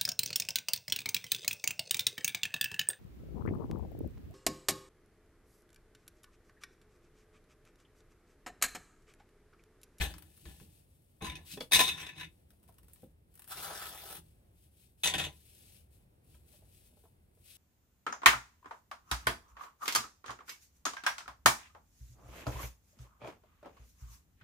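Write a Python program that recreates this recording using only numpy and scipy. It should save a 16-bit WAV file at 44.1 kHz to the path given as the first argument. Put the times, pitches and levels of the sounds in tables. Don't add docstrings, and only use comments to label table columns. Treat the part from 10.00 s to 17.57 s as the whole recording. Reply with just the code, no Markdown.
import sys
import numpy as np
from scipy import signal
from scipy.fft import rfft, irfft, next_fast_len
from scipy.io import wavfile
from scipy.ndimage import uniform_filter1d, map_coordinates

SR = 44100
rng = np.random.default_rng(int(sys.argv[2]) if len(sys.argv) > 2 else 0)


def transcribe(u):
    v = np.clip(np.atleast_2d(u).T, -1, 1)
    q = np.round(v * 32767).astype(np.int16)
    wavfile.write(sys.argv[1], SR, q)


def undo_db(level):
    steps = np.asarray(level, float) / 20
    return 10 ** steps


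N = 333837
T, HZ = np.arange(N) / SR, np.fft.rfftfreq(8192, 1 / SR)
REST_DB = -95
# f/Hz, level/dB
FAR_SIDE = [(25, -9.5), (60, -15.5), (180, -12.5), (550, 1), (1650, 3.5), (4970, 1), (15000, -9)]


def unit_rms(x):
    return x / np.sqrt(np.mean(x ** 2) + 1e-20)


def read(points, hz=HZ):
    f, value = np.transpose(points)
    return np.interp(np.log(hz + 1), np.log(f + 1), value)


def colour(x, gain, size=4096):
    log_gain = np.log(np.maximum(gain, gain.max() * 1e-5))
    circle = signal.hilbert(np.r_[log_gain, log_gain[-2:0:-1]])
    impulse = np.fft.ifft(np.exp(circle.conj())).real[None, :size]
    return signal.oaconvolve(x, impulse, axes=1)[:, :x.shape[1]]


def drift(top_hz):
    t = T[::64]
    speeds_hz = top_hz * np.geomspace(.04, 1, 12)
    slow = sum(np.sin(2 * np.pi * (f * t + rng.random())) / np.sqrt(f) for f in speeds_hz)
    return np.interp(T, t, unit_rms(slow))


def strokes(rows, sag_db_s, stop_s):
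    s, rise, glide, db = np.transpose(rows)[:4, :, None]
    t = T[::64]
    start = np.clip(1 + (t - s) / rise, 1e-12, 1)
    end_db = db - sag_db_s * glide
    sag_db = sag_db_s * np.clip(t - s, 0, glide)
    stop_db = abs(end_db - REST_DB) * np.maximum(t - s - glide, 0) / stop_s
    return np.interp(T, t, (db + 20 * np.log10(start) - (sag_db + stop_db)).max(0))


def leaning(level_db, middling_db, slope):
    return middling_db + slope * (np.clip(level_db, REST_DB, 0) + 45)


def along(rows, column):
    rows = np.array(rows)
    return np.interp(T, rows[:, 0] + .004, rows[:, column])


def spikes(rows, db, t60, rise=0.0011):
    train, t = np.zeros(N), T[:8000]
    np.add.at(train, (np.array(rows)[:, 0] * SR).astype(int), undo_db(db))
    return signal.oaconvolve(train, (1 - np.exp(-t / rise)) * undo_db(-60 * t / t60))[:N]


def slips(per_s, spread_db, t60, smooth):
    size = undo_db(spread_db * np.minimum(rng.exponential(1, N), 4))
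    releases = size * (rng.random(N) < per_s / SR)
    grain = signal.oaconvolve(releases, undo_db(-60 * T[:2000] / t60))[:N]
    return unit_rms(smooth + unit_rms(grain))


def pair(pressure, side, lag_share=.7):
    size = next_fast_len(len(pressure))
    hz = np.fft.rfftfreq(size, 1 / SR)
    mid, other = pressure * rng.standard_normal((2, len(pressure)))
    share = lag_share * np.tanh(3 * np.cos(np.sqrt(hz / 40)))
    mixed = 1j * share * rfft(mid, size) + np.sqrt(1 - share ** 2) * rfft(other, size)
    other = irfft(mixed * undo_db(read(side, hz)), size)[:len(pressure)]
    return np.array([mid + other, mid - other])


def rub(pressure, bright_db, hollow_db, pan_db, body, rings=(), lean_db=None, low_hz=1400):
    # f/Hz, level/dB
    near_side = [(60, -2), (150, -16.5), (380, -21.5), (950, -5), (2380, -2.5), (5980, -0.5), (15000, 2)]
    resonance = sum(undo_db(2 * db) / (1 + (2 * (HZ - hz) / width) ** 2) for hz, width, db in rings)
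    gain = undo_db(read(body)) * np.sqrt(1 + resonance)
    low = 1 / np.sqrt(1 + (HZ / low_hz) ** 12)
    high = 1 / np.sqrt(1 + (7200 / (HZ + 1)) ** 16)
    middle = unit_rms(np.sqrt((1 - low ** 2) * (1 - high ** 2)) * gain)
    parts = [(unit_rms(low * gain), hollow_db), (unit_rms(high * gain), bright_db)]
    if lean_db is None:
        parts.append((middle, 0))
    else:
        under = 1 / np.sqrt(1 + (HZ / 3050) ** 16)
        parts += [(middle * under, lean_db / 2), (middle * np.sqrt(1 - under ** 2), -lean_db / 2)]
    touching = np.flatnonzero(pressure > 1e-9)
    busy, out = slice(touching[0], touching[-1] + 4096), np.zeros((2, N))
    drive = pair(pressure[busy], near_side)
    for part, db in parts:
        out[:, busy] += colour(drive * undo_db(db + np.zeros(N))[busy], part, size=2048)
    return out * undo_db(np.outer([.5, -.5], pan_db))


def flexing(sound, samples, top_hz):
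    busy = np.flatnonzero(abs(sound[0]) > 1e-9)
    at, out = busy + (samples * drift(top_hz))[busy], np.zeros((2, N))
    out[:, busy] = [map_coordinates(port, [at], order=3) for port in sound]
    return out


def shifting(x, patchy_db):
    z = signal.stft(x, nperseg=256, noverlap=192)[2]
    patches = rng.standard_normal(z.shape[::-1][:2]).T
    patches = uniform_filter1d(patches, size=3, axis=0)
    patches = uniform_filter1d(patches, size=24, axis=1)
    return signal.istft(z * undo_db(patchy_db * unit_rms(patches)), nperseg=256, noverlap=192)[1][:, :N]


def hush():
    # f/Hz, level/dB per Hz
    noise_db = [(15, -45), (30, -17.0), (45, -5.0), (80, 0.0), (110, -7.0), (200, -14.0), (260, -20.0),
                (330, -19.0), (600, -27.0), (800, -32.0), (1100, -39.0), (2500, -42.0), (6800, -50.0),
                (8200, -47.0), (15500, -48.0)]
    noise = pair(undo_db(1.2 * drift(8)), FAR_SIDE, lag_share=.4)
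    return undo_db(-64.5) * unit_rms(colour(noise, undo_db(read(noise_db))))


def table():
    # strongest t/s, rise/s, hold/s, level/dB
    jolts = [(0.02, 0.112, 0.0029, -38.5), (0.1, 0.048, 0.159, -56), (0.47, 0.0685, 0.015, -55.5),
             (0.62, 0.059, 0.0374, -58.5), (1.214, 0.0091, 0.159, -47), (1.584, 0.197, .02, -57.5),
             (1.734, .03, 0.0801, -41.5), (1.86, .03, 0.31, -50.5), (2.182, 0.06, 0.0724, -55),
             (3.036, 0.032, 0.0149, -64), (3.582, 0.077, 0.18, -59.5), (3.9, 0.14, 0.22, -66.5),
             (4.178, 0.14, 0.011, -60.5), (5.046, 0.0174, 0.085, -50), (5.15, 0.041, 0.1076, -43)]
    # f/Hz, level/dB per Hz
    board = [(15, -44.5), (25, -14), (60, -7.5), (81, 5.5), (102, -9.5), (162, 3), (209, -11), (251, -20.5),
             (306, -4), (400, -17), (520, -44), (880, -120)]
    # t/s, peak level/dB, f/Hz, t60/s
    thumps = [
        (0, -33, 56.7, 0.309),
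        (0.458, -50.5, 65.7, 0.306),
        (1.263, -49, 61.1, 0.287),
        (3.03, -54.5, 110.1, 0.08),
        (5.151, -54, 72.5, 0.198),
        (5.264, -60, 70, 0.37),
    ]
    gain, t = undo_db(read(board)), T[:20000]
    rumble = pair(undo_db(strokes(jolts, sag_db_s=47.5, stop_s=0.2)), FAR_SIDE)
    out = colour(rumble, gain / np.sqrt(np.mean(gain ** 2)))
    delay_s = np.array([[.0035], [.0045]])
    for s, db, hz, t60 in thumps:
        envelope = undo_db(db + 8.5 - 60 * t / t60) * (1 - np.exp(-t / 0.0078))
        swing = -envelope * np.sin(2 * np.pi * hz * (t - delay_s))
        out[:, int(s * SR):][:, :len(t)] += swing * undo_db([[.8], [-.8]])
    return out


def book_slide():
    # fastest t/s, rise/s, glide/s, rub level/dB
    slides = [
        (0.012, 0.06, 0.012, -40),
        (0.09, .03, .16, -57.5),
        (0.456, 0.0062, 0.098, -60.5),
    ]
    # t/s, peak level/dB
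    judders = [
        (0.008, -42.5),
        (0.0165, -45),
        (0.025, -45),
        (0.035, -45),
        (0.048, -48.5),
        (0.06, -53),
        (0.103, -57.5),
    ]
    # f/Hz, level/dB per Hz
    mat = [(150, -32), (250, 2), (325, -16), (476, 0), (816, 1.5), (1260, -14), (1760, -7), (2240, -12.5),
           (3340, -6.5), (5350, -19.5), (16000, -28.5)]
    # f/Hz, width/Hz, level/dB
    card_rings = [(1740, 120, 5.5), (2526, 120, 4.5), (3507, 80, 0.5), (3780, 200, 2.5), (6050, 120, 8.5),
                  (8180, 53, 9)]
    db = strokes(slides, sag_db_s=150, stop_s=0.13)
    grain = slips(430, spread_db=4.0, t60=0.0223, smooth=0.89)
    bumps = spikes(judders, np.array(judders)[:, 1], t60=0.076, rise=.0016)
    bright_db = leaning(db, middling_db=-7, slope=-0.2)
    hollow_db = leaning(db, middling_db=-9, slope=-0.2)
    return rub(undo_db(db) * grain + bumps, bright_db, hollow_db, 5.5, mat, card_rings)


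def silk():
    # fastest t/s, rise/s, glide/s, rub level/dB
    fingers = [(0.352, 0.25, .08, -75.5), (0.47, 0.146, 0.171, -70), (0.7, 0.07, 0.087, -77),
               (0.9, 0.108, 0.4, -86.5), (1.42, 0.056, .04, -80.5), (1.515, 0.073, 0.0244, -53.5),
               (1.605, 0.0026, 0.0037, -56), (2.34, 0.19, 0.02, -84.5), (2.512, .05, 0.015, -88.5),
               (2.642, 0.05, 0.19, -90), (2.95, 0.1475, 0.068, -81), (3.34, 0.051, 0.13, -84),
               (4.22, 0.026, 0.099, -83), (4.59, 0.076, 0.047, -80.5), (4.83, 0.15, 0.012, -75.5),
               (5.0, 0.042, .03, -79), (5.4, 0.092, 0.21, -75), (5.66, 0.648, 0.1132, -70),
               (5.93, 0.037, 0.0285, -79), (6.345, 0.13, 0.0051, -75.5), (6.535, 0.11, 0.0223, -72),
               (6.79, 0.242, 0.0897, -75), (7.0, 0.13, 0.0454, -79.5), (7.44, 0.14, .03, -80.5),
               (7.5, 0.093, .1, -64.5)]
    # f/Hz, level/dB per Hz
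    weave = [(900, -30), (1500, -17), (2050, -12), (2550, -5), (3300, -5), (4200, -6), (7200, -12),
             (8000, -6), (10800, -4), (16000, -9)]
    db = strokes(fingers, sag_db_s=8.5, stop_s=.11)
    db = np.maximum(db, -96.5 + 1.6 * drift(3))
    grain = slips(250, spread_db=1.0, t60=0.027, smooth=2.1)
    bright_db = leaning(db, middling_db=-2.5, slope=-0.26)
    return rub(undo_db(db) * grain, bright_db, hollow_db=-24, pan_db=5, body=weave)


def snaps():
    # t/s, peak level/dB, brightness/dB, left-right/dB
    snap_events = [(0.1391, -52, -3, 5), (0.182, -58, 8.5, 5), (0.2227, -60.5, 6.5, 12),
                   (0.375, -68.5, 13.5, 1), (0.4546, -55, -25.5, 5), (0.599, -61.5, -21.5, 9),
                   (1.5741, -52.5, -10.5, 1), (1.6066, -40.5, -21, 5), (2.5044, -65.5, 5.5, 4.5),
                   (2.5347, -79.5, 8, 1.5), (2.6292, -74, 12.5, -0.5), (2.637, -76, 9.5, 4),
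                   (2.678, -71.5, 8.5, 1.5), (2.685, -73, 8.5, 6.5), (2.692, -75.5, 12, 3),
                   (2.7235, -78.5, 11.5, 5.5), (2.742, -77.5, 12.5, 1), (2.783, -64.5, 9, 2.5),
                   (2.831, -72.5, 11, 3.5), (2.8435, -76.5, 9, 5.5), (2.8827, -69, 11, 4),
                   (2.897, -74, 9.5, 3), (2.9332, -71.5, 23, -1), (2.9592, -70, 1.5, 10.5),
                   (3.0211, -75.5, 14.5, 3), (3.04, -75.5, 13.5, 6.5), (3.3405, -75.5, 13, 2),
                   (3.354, -69.5, 17, 2.5), (3.375, -68, 10.5, 4.5), (3.394, -61.5, 13, 3),
                   (3.4198, -59, 8, 5), (3.4425, -61.5, 9.5, 4.5), (3.476, -64, 8.5, 17.5),
                   (6.5374, -74, -2.5, 10)]
    # f/Hz, level/dB per Hz
    crease = [(400, -28), (900, -5), (2500, -1.5), (5000, -5), (7200, -12.5), (8500, -3), (15800, -3)]
    s, db, bright_db, pan_db = np.transpose(snap_events)
    latest = np.clip(np.searchsorted(s, T + .005) - 1, 0, len(s) - 1)
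    tick = spikes(snap_events, db - 0.5, t60=0.028, rise=0.000081)
    crumble = spikes(snap_events, db - 20, t60=0.12)
    return rub(tick + crumble, bright_db[latest], -2.5, pan_db[latest], crease)


def taps():
    # t/s, peak level/dB, f/Hz, t60/s
    tap_events = [(0.454, -62, 339, 0.06), (0.612, -52, 312, 0.06), (1.221, -40.5, 327, 0.074),
                  (1.509, -50, 3900, .03), (1.536, -49, 3900, .025), (1.573, -50, 2600, .02),
                  (1.6065, -38, 3400, .016), (1.534, -51.5, 298, 0.07), (1.571, -45.5, 410, 0.041),
                  (1.607, -40.5, 486, 0.022), (2.529, -73, 686, 0.047), (2.689, -60, 688, 0.032),
                  (3.03, -49, 378, 0.025), (6.342, -67, 2450, .03), (6.345, -72, 1000, .03),
                  (6.535, -70, 600, 0.03), (6.621, -69, 640, 0.03), (6.924, -68, 400, 0.03),
                  (6.969, -66, 620, 0.016), (7.036, -63, 700, 0.03), (7.052, -64, 660, .02),
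                  (7.372, -69, 502, 0.016)]
    out, t, push_t = np.zeros((2, N + 9000)), T[:6000], T[:700]
    push_shape = undo_db(-60 * push_t / .026) * (1 - np.exp(-push_t / .001))
    pushes = rng.standard_normal((len(tap_events), 2, 700)) * push_shape
    modes = (1, 1), (1.3, .6), (.66, .6), (1.9, .12)
    for (s, db, hz, t60), push in zip(tap_events, pushes):
        ring = sum(share * np.sin(2 * np.pi * k * hz * t) for k, share in modes)
        ring = ring * (1 - np.exp(-t * hz / .4)) * undo_db(-60 * t / np.clip(t60, .015, .045))
        both = push[0] + .3 * push * [[0], [1]]
        knock = signal.oaconvolve(both, ring[None], axes=1)
        out[:, int(s * SR):][:, :knock.shape[1]] += undo_db(db + 8.0) * knock / abs(knock).max()
    return out[:, :N]


def bobbin():
    # fastest t/s, rise/s, glide/s, scrape level/dB, brightness/dB
    skids = [
        (1.246, 0.04244, 0.16, -51, 3.5),
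        (1.74, 0.0297, .05, -30.5, 2.5),
        (1.8, 0.04657, .19, -31, 2),
        (2.012, 0.088, 0.1392, -49, 1),
        (2.204, 0.0703, 0.013, -52.5, 1.5),
        (5.037, .003, 0.16, -36, 4),
        (5.141, .004, .03, -43, -1),
        (5.183, 0.0047, 0.083, -41, -0.5),
    ]
    # t/s, peak level/dB, lean to lower rings/dB, hollowness/dB
    catches = [(1.2113, -54.5, 11.5, 10), (1.2205, -39, -1, -0.5), (1.2444, -38, -1, -2.5),
               (1.2535, -41.5, 3, -6), (1.265, -36, 5.5, -11.5), (1.279, -44.5, 4.5, -7),
               (1.2971, -36, 0.5, -4.5), (1.3184, -45, 10.5, -1.5), (1.3534, -38, -1.5, -9),
               (1.366, -45.5, 5, -14), (1.3835, -61, 4.5, 7.5), (1.7195, -19.5, -1.5, -6.5),
               (1.7325, -14.5, 1, -16.5), (1.746, -18, -4.5, -15.5), (1.7575, -18.5, 0, -13.5),
               (1.7653, -31, -3.5, -13.5), (1.7915, -20.5, -0.5, -7), (1.8024, -22.5, -3.5, -3),
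               (1.811, -26, -4.5, -1), (1.823, -35.5, 0.5, -21.5), (1.8341, -34.5, -2.5, -12.5),
               (1.879, -30, -4.5, -7), (1.8879, -28, 0.5, -10.5), (1.9121, -45, 0.5, -11),
               (1.9767, -43, 2, -5.5), (2.0005, -41, 6, -10), (2.0135, -45, 2, -6), (2.0256, -43, 10, -5.5),
               (2.0654, -37.5, 4.5, -8), (2.0893, -39.5, 9.5, -10), (2.1775, -44, 3.5, -7.5),
               (2.197, -40, 7.5, -13), (2.2083, -41, 6, -9), (2.2295, -43, 9, -7),
               (2.2442, -47.5, 6.5, -12.5), (5.0342, -31, -6, -9.5), (5.0428, -29, -4, -16),
               (5.0567, -25.5, -4, -9.5), (5.072, -21.5, -4, -15.5), (5.081, -32, 0.5, -10.5),
               (5.098, -35.5, -6, -11), (5.1378, -27, 2, -6.5), (5.1504, -35.5, 2.5, -6.5),
               (5.1808, -29.5, -0.5, -8), (5.1964, -31, 2.5, -7), (5.2135, -39.5, 2, -6.5),
               (5.2386, -32, 1, -13.5), (5.2483, -36, 0.5, -14), (5.2639, -47.5, 1.5, -2.5)]
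    # f/Hz, level/dB per Hz
    on_edge = [(150, -45), (250, -18.5), (720, -16), (1010, -15.5), (1280, -21.5), (1750, -10.5),
               (2570, -7), (3150, -13.5), (3700, -2.5), (4400, -15.5), (6200, -15.5), (7200, -27),
               (8500, -19.5), (16000, -28.5)]
    # f/Hz, width/Hz, level over scrape/dB
    edge_rings = [(747, 86, 3.5), (1020.8, 20, 16.5), (1747, 36, 4.5), (1995, 65, -0.5), (2584, 90, 7),
                  (2860, 9.8, 9), (3630, 330, 2), (3850, 110, -0.5), (3280, 50, 2), (2144, 90, 1.5),
                  (6100, 220, 0)]
    # f/Hz, level/dB per Hz
    flat = [(150, -38.5), (250, -15.5), (735, -2.5), (906, -9), (988, -8.5), (1260, -20.5), (1380, -14.5),
            (3710, -12), (5070, -23), (9170, -21.5), (16000, -27.5)]
    # f/Hz, width/Hz, level/dB
    flat_rings = [(1006.1, 32, 8.5), (2824.6, 31, 7.5), (3650, 170, 6), (6095, 86, 8.5), (7812, 68, 6),
                  (1887, 66, 6), (2560, 79, 6.5), (9370, 90, 8.5), (10500, 70, 11.5)]
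    flat_from_s = 4
    db = strokes(skids, sag_db_s=140, stop_s=.13)
    bright_db = leaning(db, middling_db=-9.5, slope=0.28) + along(skids, column=4)
    lean_db, hollow_db = along(catches, column=2), along(catches, column=3)
    knocks = spikes(catches, np.array(catches)[:, 1] - 3.5, t60=0.038, rise=.0015)
    pressure = undo_db(db) * slips(860, spread_db=2.5, t60=0.013, smooth=1.6) + knocks
    before, after = pressure * (T < flat_from_s), pressure * (T >= flat_from_s)
    sound = rub(before, bright_db, hollow_db, 3, on_edge, edge_rings, lean_db)
    sound += rub(after, bright_db, hollow_db, 2.5, flat, flat_rings, lean_db)
    return flexing(sound, samples=22, top_hz=7.6)


def pulled_tie():
    # t/s, rub level/dB, tautness as brightness/dB
    pull = [
        (3.47, -72, 14.5),
        (3.518, -47, 2),
        (3.554, -54, 0.5),
        (3.642, -47.5, 2),
        (3.714, -48.5, -2.5),
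        (3.852, -49, 1),
        (3.996, -55.5, 2.5),
        (4.174, -54, 5.5),
        (4.21, -77.5, 8),
    ]
    # t/s, peak level/dB, hollowness/dB
    slubs = [(3.506, -46.5, -4), (3.518, -36.5, -13.5), (3.5391, -47.5, -9.5), (3.5532, -50.5, -3),
             (3.5671, -38, -3.5), (3.5817, -46.5, -4.5), (3.598, -48, 0), (3.624, -34.5, -11),
             (3.6426, -39, -12), (3.66, -50, -2.5), (3.7136, -52.5, 2), (3.7471, -41, -2.5),
             (3.7733, -40.5, -6), (3.815, -39.5, -3), (3.8532, -46.5, -2.5), (3.8838, -52, -6.5),
             (3.9227, -51.5, 2.5), (3.983, -51.5, -6.5), (4.052, -54.5, 3), (4.0998, -39.5, -1.5),
             (4.119, -49, 2.5), (4.1479, -54, -4)]
    # f/Hz, level/dB per Hz
    book = [(120, -48.5), (200, -4.5), (259, -16), (311, -1.5), (548, -1.5), (709, -1.5), (950, -11),
            (1080, -22.5), (1270, -19.5), (2290, -26), (3370, -23), (6760, -28), (9230, -18), (16000, -19)]
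    # f/Hz, width/Hz, level/dB
    book_rings = [(672, 75, -1.5), (1303, 162, 4.5), (1601, 63, 3), (3430, 152, 3)]
    s, rub_db, taut_db = np.transpose(pull)
    level = undo_db(np.interp(T, s, rub_db, left=-300, right=-300))
    bright_db = np.interp(T, s, taut_db) - 0.5
    grain = slips(400, spread_db=3, t60=.012, smooth=1.8)
    snags = spikes(slubs, np.array(slubs)[:, 1] - 7, t60=0.0539, rise=0.00576) * (level > 1e-9)
    pressure = undo_db(-1.5) * level * grain + snags
    hollow_db = -6.5 + along(slubs, column=2)
    sound = rub(pressure, bright_db, hollow_db, 2.5, book, book_rings, low_hz=1062)
    return flexing(sound, samples=36, top_hz=6.5)


def room(x):
    # f/Hz, t60/s
    decay = [(100, .22), (1000, .14), (5000, .13), (14000, .1)]
    size = SR // 4
    echoes, slots = np.zeros((2, size)), np.arange(120, size - 20, 20)
    at = slots + rng.integers(0, 20, (2, len(slots)))
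    np.put_along_axis(echoes, at, rng.choice([-1., 1.], at.shape), 1)
    hz, t, z = signal.stft(echoes, SR, nperseg=256)
    alike = 1 / (1 + (hz[:, None] / 1200) ** 2)
    z = np.array([z[0], alike * z[0] + np.sqrt(1 - alike ** 2) * z[1]])
    tail = signal.istft(z * undo_db(-60 * t / read(decay, hz)[:, None]), SR, nperseg=256)[1]
    return signal.oaconvolve(x, tail / np.linalg.norm(tail[0]), axes=1)[:, :N]


def scene():
    rubbing = shifting(book_slide() + bobbin() + pulled_tie(), patchy_db=2.5)
    near = rubbing + silk() + snaps() + taps()
    return undo_db(-1.5) * near + undo_db(-7.0) * room(near) + table() + hush()


def low_pass(x):
    return signal.sosfilt(signal.butter(12, 16520, fs=SR, output="sos"), x)


def record(dry):
    lowpass = signal.firwin(255, 15900, window=("kaiser", 9), fs=SR)
    limited = signal.oaconvolve(dry, lowpass[None], "same")
    return low_pass(limited)


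dry = scene()
out = record(dry)
transcribe(out)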